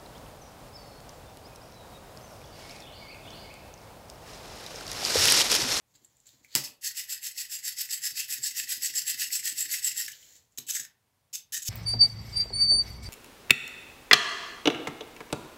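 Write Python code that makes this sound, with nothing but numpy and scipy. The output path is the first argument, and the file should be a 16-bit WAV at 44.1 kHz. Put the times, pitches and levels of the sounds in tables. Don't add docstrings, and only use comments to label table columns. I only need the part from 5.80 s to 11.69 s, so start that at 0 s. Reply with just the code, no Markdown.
import sys
import numpy as np
from scipy import signal
from scipy.fft import rfft, irfft
from scipy.io import wavfile
from scipy.ndimage import uniform_filter1d

SR = 44100
rng = np.random.default_rng(int(sys.argv[2]) if len(sys.argv) > 2 else 0)


def materialize(psi):
    bounded = np.clip(np.atleast_2d(psi).T, -1, 1)
    quanta = np.round(bounded * 32767).astype(np.int16)
    wavfile.write(sys.argv[1], SR, quanta)


N = 259738
TIME = np.arange(N) / SR

# (f/Hz, level per Hz/dB)
HISS_COLOUR = [(88, -45), (150, -9.5), (293, -10), (356, -18.5), (409, -12), (934, -10.5), (1050, -12),
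               (1230, -16), (15000, -22.5), (16500, -25)]
# (f/Hz, level per Hz/dB)
RUMBLE_COLOUR = [(12, -42.5), (20, -18.5), (27, -14.5), (53, -2.5), (92, 0.5), (141, 1.5), (161, -8),
                 (190, -10), (352, -23), (437, -14), (500, -20.5), (650, -48), (1100, -120)]
# (t/s, level/dB)
RUMBLE_LEVEL = [(0, -76), (1.85, -78), (2.3, -75), (4.4, -74), (5.2, -78), (5.89, -74)]
# (f/Hz, t60/s)
ROOM_DECAY = [(200, 0.23), (600, 0.51), (1600, 0.27), (3700, 0.26), (8000, 0.14), (13000, 0.18)]
# (f/Hz, gain/dB)
PORT = [(6000, -3.5), (7600, 2), (8200, -1), (8600, -7.5), (9800, -6.5), (11500, -5)]
# (f/Hz, width/Hz, level/dB)
TABLE_MODES = [(134.1, 25, -5), (231.5, 95, 3), (270, 60, -1), (455, 50, 0), (581.8, 55, 1),
               (710, 120, -3.5), (893, 450, 8), (1110, 67, -8)]
# (t/s, level/dB, hardness 0-1)
SINGLE_THUDS = [(.148, -70.5, .64), (.216, -68.5, .1), (.533, -66.5, .3), (.608, -68.5, .54),
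                (.752, -35.5, .72), (.887, -61, .65), (4.238, -67, .5), (4.449, -72, .33), (4.782, -53, .4),
                (4.901, -66, .61), (4.995, -60, .6), (5.768, -66, .65)]
# (start t/s, crest t/s, crest level/dB, climb/dB, 20 dB fall t/s,
# dull band relative level/dB)
RUBS = [(.06, .12, -70, 14, .08, -5), (.14, .16, -57, 14, .014, 12), (.17, .24, -67, 8, .12, 0),
        (.3, .456, -69, 6, .02, -9), (.456, .468, -56.5, 12, .2, 5), (.63, .644, -62, 10, .07, -5),
        (.68, .746, -48, 27, .004, 15), (4.334, 4.336, -51, 3, .05, 15), (4.35, 4.415, -53, 7, .22, -8),
        (4.42, 4.57, -58, 9, .055, 0), (4.71, 4.723, -75, 10, .3, -8)]
# (f/Hz, level per Hz/dB)
RUB_COLOUR = [(180, -53), (300, -16.5), (546, -14), (1010, -31), (1840, -9.5), (2740, -15), (3080, -10.5),
              (3950, -12), (5700, -6.5), (7080, -3), (8640, -19.5), (12500, -11.5), (16000, -11.5)]
# (t/s, peak level/dB, brightest f/Hz, sharpness Q)
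LOOSE_TICKS = [(.1525, -50, 3900, 3), (.157, -45, 7400, 9), (.2468, -42.5, 7530, 12), (.368, -50, 7450, 9),
               (.401, -49, 7550, 5), (.468, -41, 7550, 6), (.4744, -43, 7530, 3), (.4905, -39, 3900, 1.6),
               (.6465, -39.5, 2180, 7), (1.0129, -45, 6240, 4), (3.2195, -22, 5070, 4.4),
               (3.8063, -17, 7800, 7), (4.2208, -18, 5400, 11), (4.2622, -25, 5300, 9),
               (4.2815, -25, 1800, 3.2), (4.33, -36, 3040, 10), (4.3744, -43, 6460, 3.6),
               (4.428, -41, 3030, 8), (4.5642, -40, 7200, 2.2), (4.7222, -58, 7150, 3.6),
               (4.7752, -26, 6750, 12), (4.953, -24, 1780, 5), (4.967, -25, 1780, 5),
               (5.049, -33, 1730, 3.2), (5.5335, -27, 6900, 5), (5.5525, -25, 7000, 4)]
# (t/s, peak level/dB, brightest f/Hz)
SNAP = [(.7520, 0, 5300), (.7595, -7, 6500)]
# (f/Hz, level/dB)
SHELL_COLOUR = [(700, -50), (1150, -26.5), (1450, -14.5), (2300, -9), (4000, 0), (8200, 0.5), (11000, 3.5),
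                (15500, 1.5), (20000, -10)]
# (f/Hz, width/Hz, facing level/dB, side-on level/dB)
SHELL_MODES = [(1778, 120, 15.5, 21), (1950, 120, 21.5, -39), (2613, 200, 16, 14.5), (3000, 200, 5, 12.5),
               (3600, 450, -4.5, 5.5), (4532, 220, 10.5, 1.5), (5060, 224, 12.5, 8), (5410, 240, 10, 11),
               (6400, 760, 4, 15), (7660, 300, 17, 13), (10550, 500, 1.5, -2), (11960, 800, 5.5, 7),
               (14310, 380, -8.5, 3)]
# (tooth catch t/s, crest level/dB, shell ring level/dB, footfall level/dB)
STEPS = [(1.043, -25.5, -7, -90), (1.168, -28.5, -5, -90), (1.300, -27.8, 0, -90), (1.439, -29.5, -8, -90),
         (1.579, -28.5, -3, -90), (1.716, -29, -3, -90), (1.851, -26.5, -1, -90), (1.984, -26, -1, -90),
         (2.107, -26, 0, -80), (2.236, -24.5, -3, -80), (2.372, -25.5, -5, -64), (2.502, -26, -5, -77),
         (2.639, -25, 0, -60), (2.767, -25.5, -5, -70.5), (2.895, -25, -2, -66), (3.030, -24, 0, -61),
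         (3.155, -24, 0, -63), (3.272, -23.5, -1, -66), (3.397, -23.5, -4, -63.5), (3.527, -23.5, -2, -68),
         (3.649, -24.5, -1, -68.5), (3.781, -25, -1, -60), (3.913, -23.5, -3, -62), (4.044, -23.5, 3, -80),
         (4.174, -26.5, -4, -71)]
CAM = [(0, 1.1), (.08, .75), (.18, .48), (.29, .08), (.39, .15), (.48, 0), (.57, .19), (.7, .56), (.76, .6),
       (.83, .4), (.93, .85), (1, 1.1)]
# (start t/s, crest t/s, crest level/dB, climb/dB, 20 dB fall t/s, belly level/dB)
BURSTS = [(.756, .77, -29, 3, .085, 4), (.837, .84, -30, 4, .05, -8), (4.278, 4.28, -33.5, 6, .035, 14),
          (4.315, 4.319, -37, 10, .011, -6), (4.781, 4.787, -24.5, 6, .006, -3),
          (4.866, 4.89, -37, 10, .03, -4), (4.885, 4.911, -22.5, 17, .003, 0),
          (4.92, 4.957, -25.5, 17, .045, 2), (4.996, 5.0, -32, 8, .024, 13), (5.03, 5.052, -46, 5, .02, 8),
          (5.529, 5.542, -31, 12, .05, -26), (5.55, 5.557, -28, 5, .002, 0), (5.722, 5.747, -27, 8, .05, 3),
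          (5.765, 5.776, -34, 6, .017, 12), (5.819, 5.823, -35, 6, .04, 0), (5.85, 5.886, -24, 19, .02, -6)]

HISS_DB, ROOM_DB = -75.5, -6.5
BASS_EDGE_HZ, TREBLE_EDGE_HZ = 60., 15780
FOOT_LEAD_S, FOOT_HARDNESS = .058, 0.
FOOT_HEARD_DB = -79

CATCH_DB, CATCH_HZ, CATCH_SPREAD_DB = (-14, -2), 7700, 4.
LEG_DB, LEG_SPREAD_DB = (-40, -33), 5.
LEG_HZ = (1760, 2020)
LEG_AFTER_S, LEG_SCATTER_S = (-.017, .028, .068), .006
GEAR_Q, SNAP_Q, SNAP_T60_S = 7., .7, .012
TICK_T60_S, TICK_SLOPE = .019, .4

WALK_START_S, WALK_END_S, CREST_LAG_S = 1.011, 4.275, .025
TROUGH_DB = (-28, -20.5)
BELLY_DB, BELLY_SWAY_DB = -1.5, 1.5
RING_FADE_DB, HELD_RING_DB = -7., -9.
BELLY_BELOW_HZ, LEG_MODES_BELOW_HZ, RING_BAND_HZ = 2300, 3400, (7200, 8200)


def gain_of(db):
    return 10 ** (np.asarray(db) / 20)


def evened(x):
    return x / np.sqrt(np.mean(x ** 2) + 1e-20)


def read(points, hz):
    f, value = np.transpose(points)
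    return np.interp(np.log(hz + 1), np.log(f + 1), value)


def coloured(x, points):
    level_db = np.maximum(read(points, abs(np.fft.fftfreq(4096, 1 / SR))), -100)
    log_gain = np.log(gain_of(level_db))
    taps = np.fft.ifft(np.exp(np.conj(signal.hilbert(log_gain)))).real[:2048]
    return signal.oaconvolve(x, taps)[:len(x)]


def resonate(x, hz, width):
    turn = np.exp(2j * np.pi * np.cumsum(hz * np.ones(len(x))) / SR)
    r = np.exp(-np.pi * width / SR)
    return 2 * (turn * signal.lfilter([1 - r], [1, -r], x * turn.conj())).real


def wander(count):
    return evened(uniform_filter1d(uniform_filter1d(rng.standard_normal(N), count), count))


def swell(start, crest, db, climb_db, fall):
    climbing_db = climb_db * (crest - TIME) / (crest - start)
    falling_db = 20 * (TIME - crest) / fall
    return (TIME >= start) * gain_of(db - np.maximum(climbing_db, falling_db))


def contacts(per_s, spread_db, clump_db):
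    size = gain_of(spread_db * np.minimum(rng.exponential(1, N), 3)) * rng.standard_normal(N)
    struck = rng.random(N) < per_s / SR
    return evened(size * struck * gain_of(clump_db * wander(count=90)))


def air():
    hz = np.fft.rfftfreq(N, 1 / SR)
    hiss, rumble = (evened(irfft(rfft(rng.standard_normal(N)) * gain_of(read(colour, hz)), N))
                    for colour in (HISS_COLOUR, RUMBLE_COLOUR))
    rumble_db = np.interp(TIME, *np.transpose(RUMBLE_LEVEL))
    return gain_of(HISS_DB) * hiss + gain_of(rumble_db) * rumble


def room(x):
    turn, out = 2 * np.pi * 1.3 * TIME, np.zeros(N)
    for k in range(3):
        taps = np.zeros(SR // 2)
        taps[np.arange(200, SR // 2 - 12, 12) + rng.integers(0, 12, (SR // 2 - 201) // 12)] = 1
        taps *= rng.choice([-1., 1.], len(taps))
        hz, t, bands = signal.stft(taps, SR, nperseg=256)
        decay = gain_of(-60 * t / read(ROOM_DECAY, hz)[:, None])
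        tail = signal.istft(bands * decay, SR, nperseg=256)[1]
        share = np.sqrt(2 / 3) * np.cos(turn + k * 2 * np.pi / 3)
        out += signal.fftconvolve(x * share, tail / np.linalg.norm(tail))[:N]
    return gain_of(ROOM_DB) * out


def thuds():
    out, t = np.zeros(N + 9000), np.arange(9000) / SR
    footfalls = [(s - FOOT_LEAD_S, foot_db, FOOT_HARDNESS)
                 for s, crest_db, ring, foot_db in STEPS if foot_db > FOOT_HEARD_DB]
    rows = SINGLE_THUDS + footfalls
    modes = [evened(resonate(resonate(1. * (t == 0), hz, width), hz, 3 * width))
             for hz, width, db in TABLE_MODES]
    for (s, level_db, hard), noise in zip(rows, rng.standard_normal((len(rows), 9000))):
        push = (noise + 30 * (t == t[60])) * gain_of(-60 * t / .1) * np.minimum(t / 0.0033, 1)
        tilt_db = -14 * (1 - hard)
        top = sum(gain_of(db + tilt_db * np.log2(hz / TABLE_MODES[0][0])) * mode
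                  for (hz, width, db), mode in zip(TABLE_MODES, modes))
        thud = signal.fftconvolve(push, top)[:9000]
        onset_rms = np.sqrt(np.mean(thud[:1500] ** 2))
        out[round(s * SR):][:9000] += gain_of(level_db) * thud / onset_rms
    return out[:N]


def fingers():
    grain = contacts(20000, 1., 1.5)
    fine = evened(coloured(grain, RUB_COLOUR))
    dull = 0.2 * evened(resonate(resonate(grain, 4400, 1500), 4400, 1500))
    return sum(swell(*shape) * (fine + gain_of(dull_db) * dull) for *shape, dull_db in RUBS)


def tick_rows():
    catch, crest_db, ring, foot_db = np.transpose(STEPS)
    steps = len(catch)
    catch_db = crest_db + np.linspace(*CATCH_DB, steps) + CATCH_SPREAD_DB * rng.uniform(-1, 1, steps)
    gear = [(s, db, CATCH_HZ) for s, db in zip(catch, catch_db)]
    for after in LEG_AFTER_S:
        late, loud, high = rng.uniform(-1, 1, (steps, 3)).T
        leg_db = np.linspace(*LEG_DB, steps) + LEG_SPREAD_DB * loud
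        gear += zip(catch + after + LEG_SCATTER_S * late, leg_db, np.interp(high, (-1, 1), LEG_HZ))
    rows = LOOSE_TICKS + [(*row, GEAR_Q) for row in gear]
    return ([(*row, SNAP_Q, SNAP_T60_S) for row in SNAP]
            + [(s, db, hz, q, TICK_T60_S * (CATCH_HZ / hz) ** TICK_SLOPE) for s, db, hz, q in rows])


def ticks():
    out, t, rows = np.zeros(N), np.arange(2500) / SR, tick_rows()
    broad = coloured(1. * (t == 0), SHELL_COLOUR)
    body = broad + sum(0.36 * resonate(broad, hz, width) for hz, width, facing, side in SHELL_MODES)
    firm = 4.7 * np.exp(-((t - .0006) / .00003) ** 2)
    for (s, db, hz, q, t60), chatter in zip(rows, rng.standard_normal((len(rows), 2500))):
        knock = (chatter + firm) * gain_of(-60 * t / t60) * np.minimum(t / .0003, 1)
        bright = signal.fftconvolve(knock, broad)[:2500]
        bright = resonate(resonate(bright, hz, hz / q), hz, 2 * hz / q)
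        tick = 0.61 * evened(signal.fftconvolve(knock, body)[:2500]) + evened(bright)
        out[round(s * SR):][:2500] += gain_of(db) * tick / abs(tick).max()
    return out


def shell(belly_db, ring_db, side):
    common = contacts(16000, 1.2, 1.3)
    fine = contacts(5000, 2.6, 1.6) * gain_of(6.3 * wander(count=700))
    coarse = contacts(500, 6.6, 0.72) * gain_of(3.1 * wander(count=700))
    flex = wander(count=2500)
    out = common.copy()
    for hz, width, facing_db, side_db in SHELL_MODES:
        shift = rng.integers(SR, N - SR)
        own = np.roll(coarse if hz < LEG_MODES_BELOW_HZ else fine, shift)
        db = facing_db + side * (side_db - facing_db)
        db = db + 2.5 * np.roll(flex, -shift)
        db = db + belly_db * (hz < BELLY_BELOW_HZ)
        db = db + ring_db * (RING_BAND_HZ[0] < hz < RING_BAND_HZ[1])
        drifting_hz = hz * (1 + 0.016 * np.roll(flex, shift))
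        out += resonate(gain_of(db) * (0.8 * common + 0.56 * own), drifting_hz, width)
    out = coloured(out, SHELL_COLOUR)
    return out / np.sqrt(uniform_filter1d(out ** 2, 2048))


def clockwork():
    catch, crest_db, ring, foot_db = np.transpose(STEPS)
    marks = np.r_[WALK_START_S, catch + CREST_LAG_S, WALK_END_S]
    turns = np.r_[0, np.arange(len(catch)) + .45, len(catch)]
    depth = np.interp(np.interp(TIME, marks, turns) % 1, *np.transpose(CAM))
    trough_db = np.interp(TIME, (WALK_START_S, WALK_END_S), TROUGH_DB)
    walking = (TIME > WALK_START_S) & (TIME < WALK_END_S)
    level = walking * gain_of(np.interp(TIME, marks[1:-1], crest_db) + trough_db * depth)
    belly = level * (BELLY_DB + BELLY_SWAY_DB * wander(count=2500))
    walk_ring_db = np.interp(TIME, marks[1:-1], ring) + RING_FADE_DB * depth
    ring_db = np.where(walking, walk_ring_db, HELD_RING_DB)
    for *shape, belly_db in BURSTS:
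        burst = swell(*shape)
        level, belly = level + burst, belly + burst * belly_db
    side = TIME > WALK_END_S
    smooth = uniform_filter1d(uniform_filter1d(level, size=50), size=50)
    return smooth * shell(belly / (level + 1e-9), ring_db * ~side, side)


def scene():
    toy = clockwork() + fingers() + ticks() + thuds()
    return (coloured(toy + room(toy), PORT) + air())[None]


def record(dry):
    dry = signal.sosfilt(signal.butter(1, BASS_EDGE_HZ, "high", fs=SR, output="sos"), dry)
    low_pass = signal.firwin(1023, TREBLE_EDGE_HZ, window=("kaiser", 8), fs=SR)
    return signal.oaconvolve(dry, low_pass[None], "same")


dry = scene()
out = record(dry)
materialize(out)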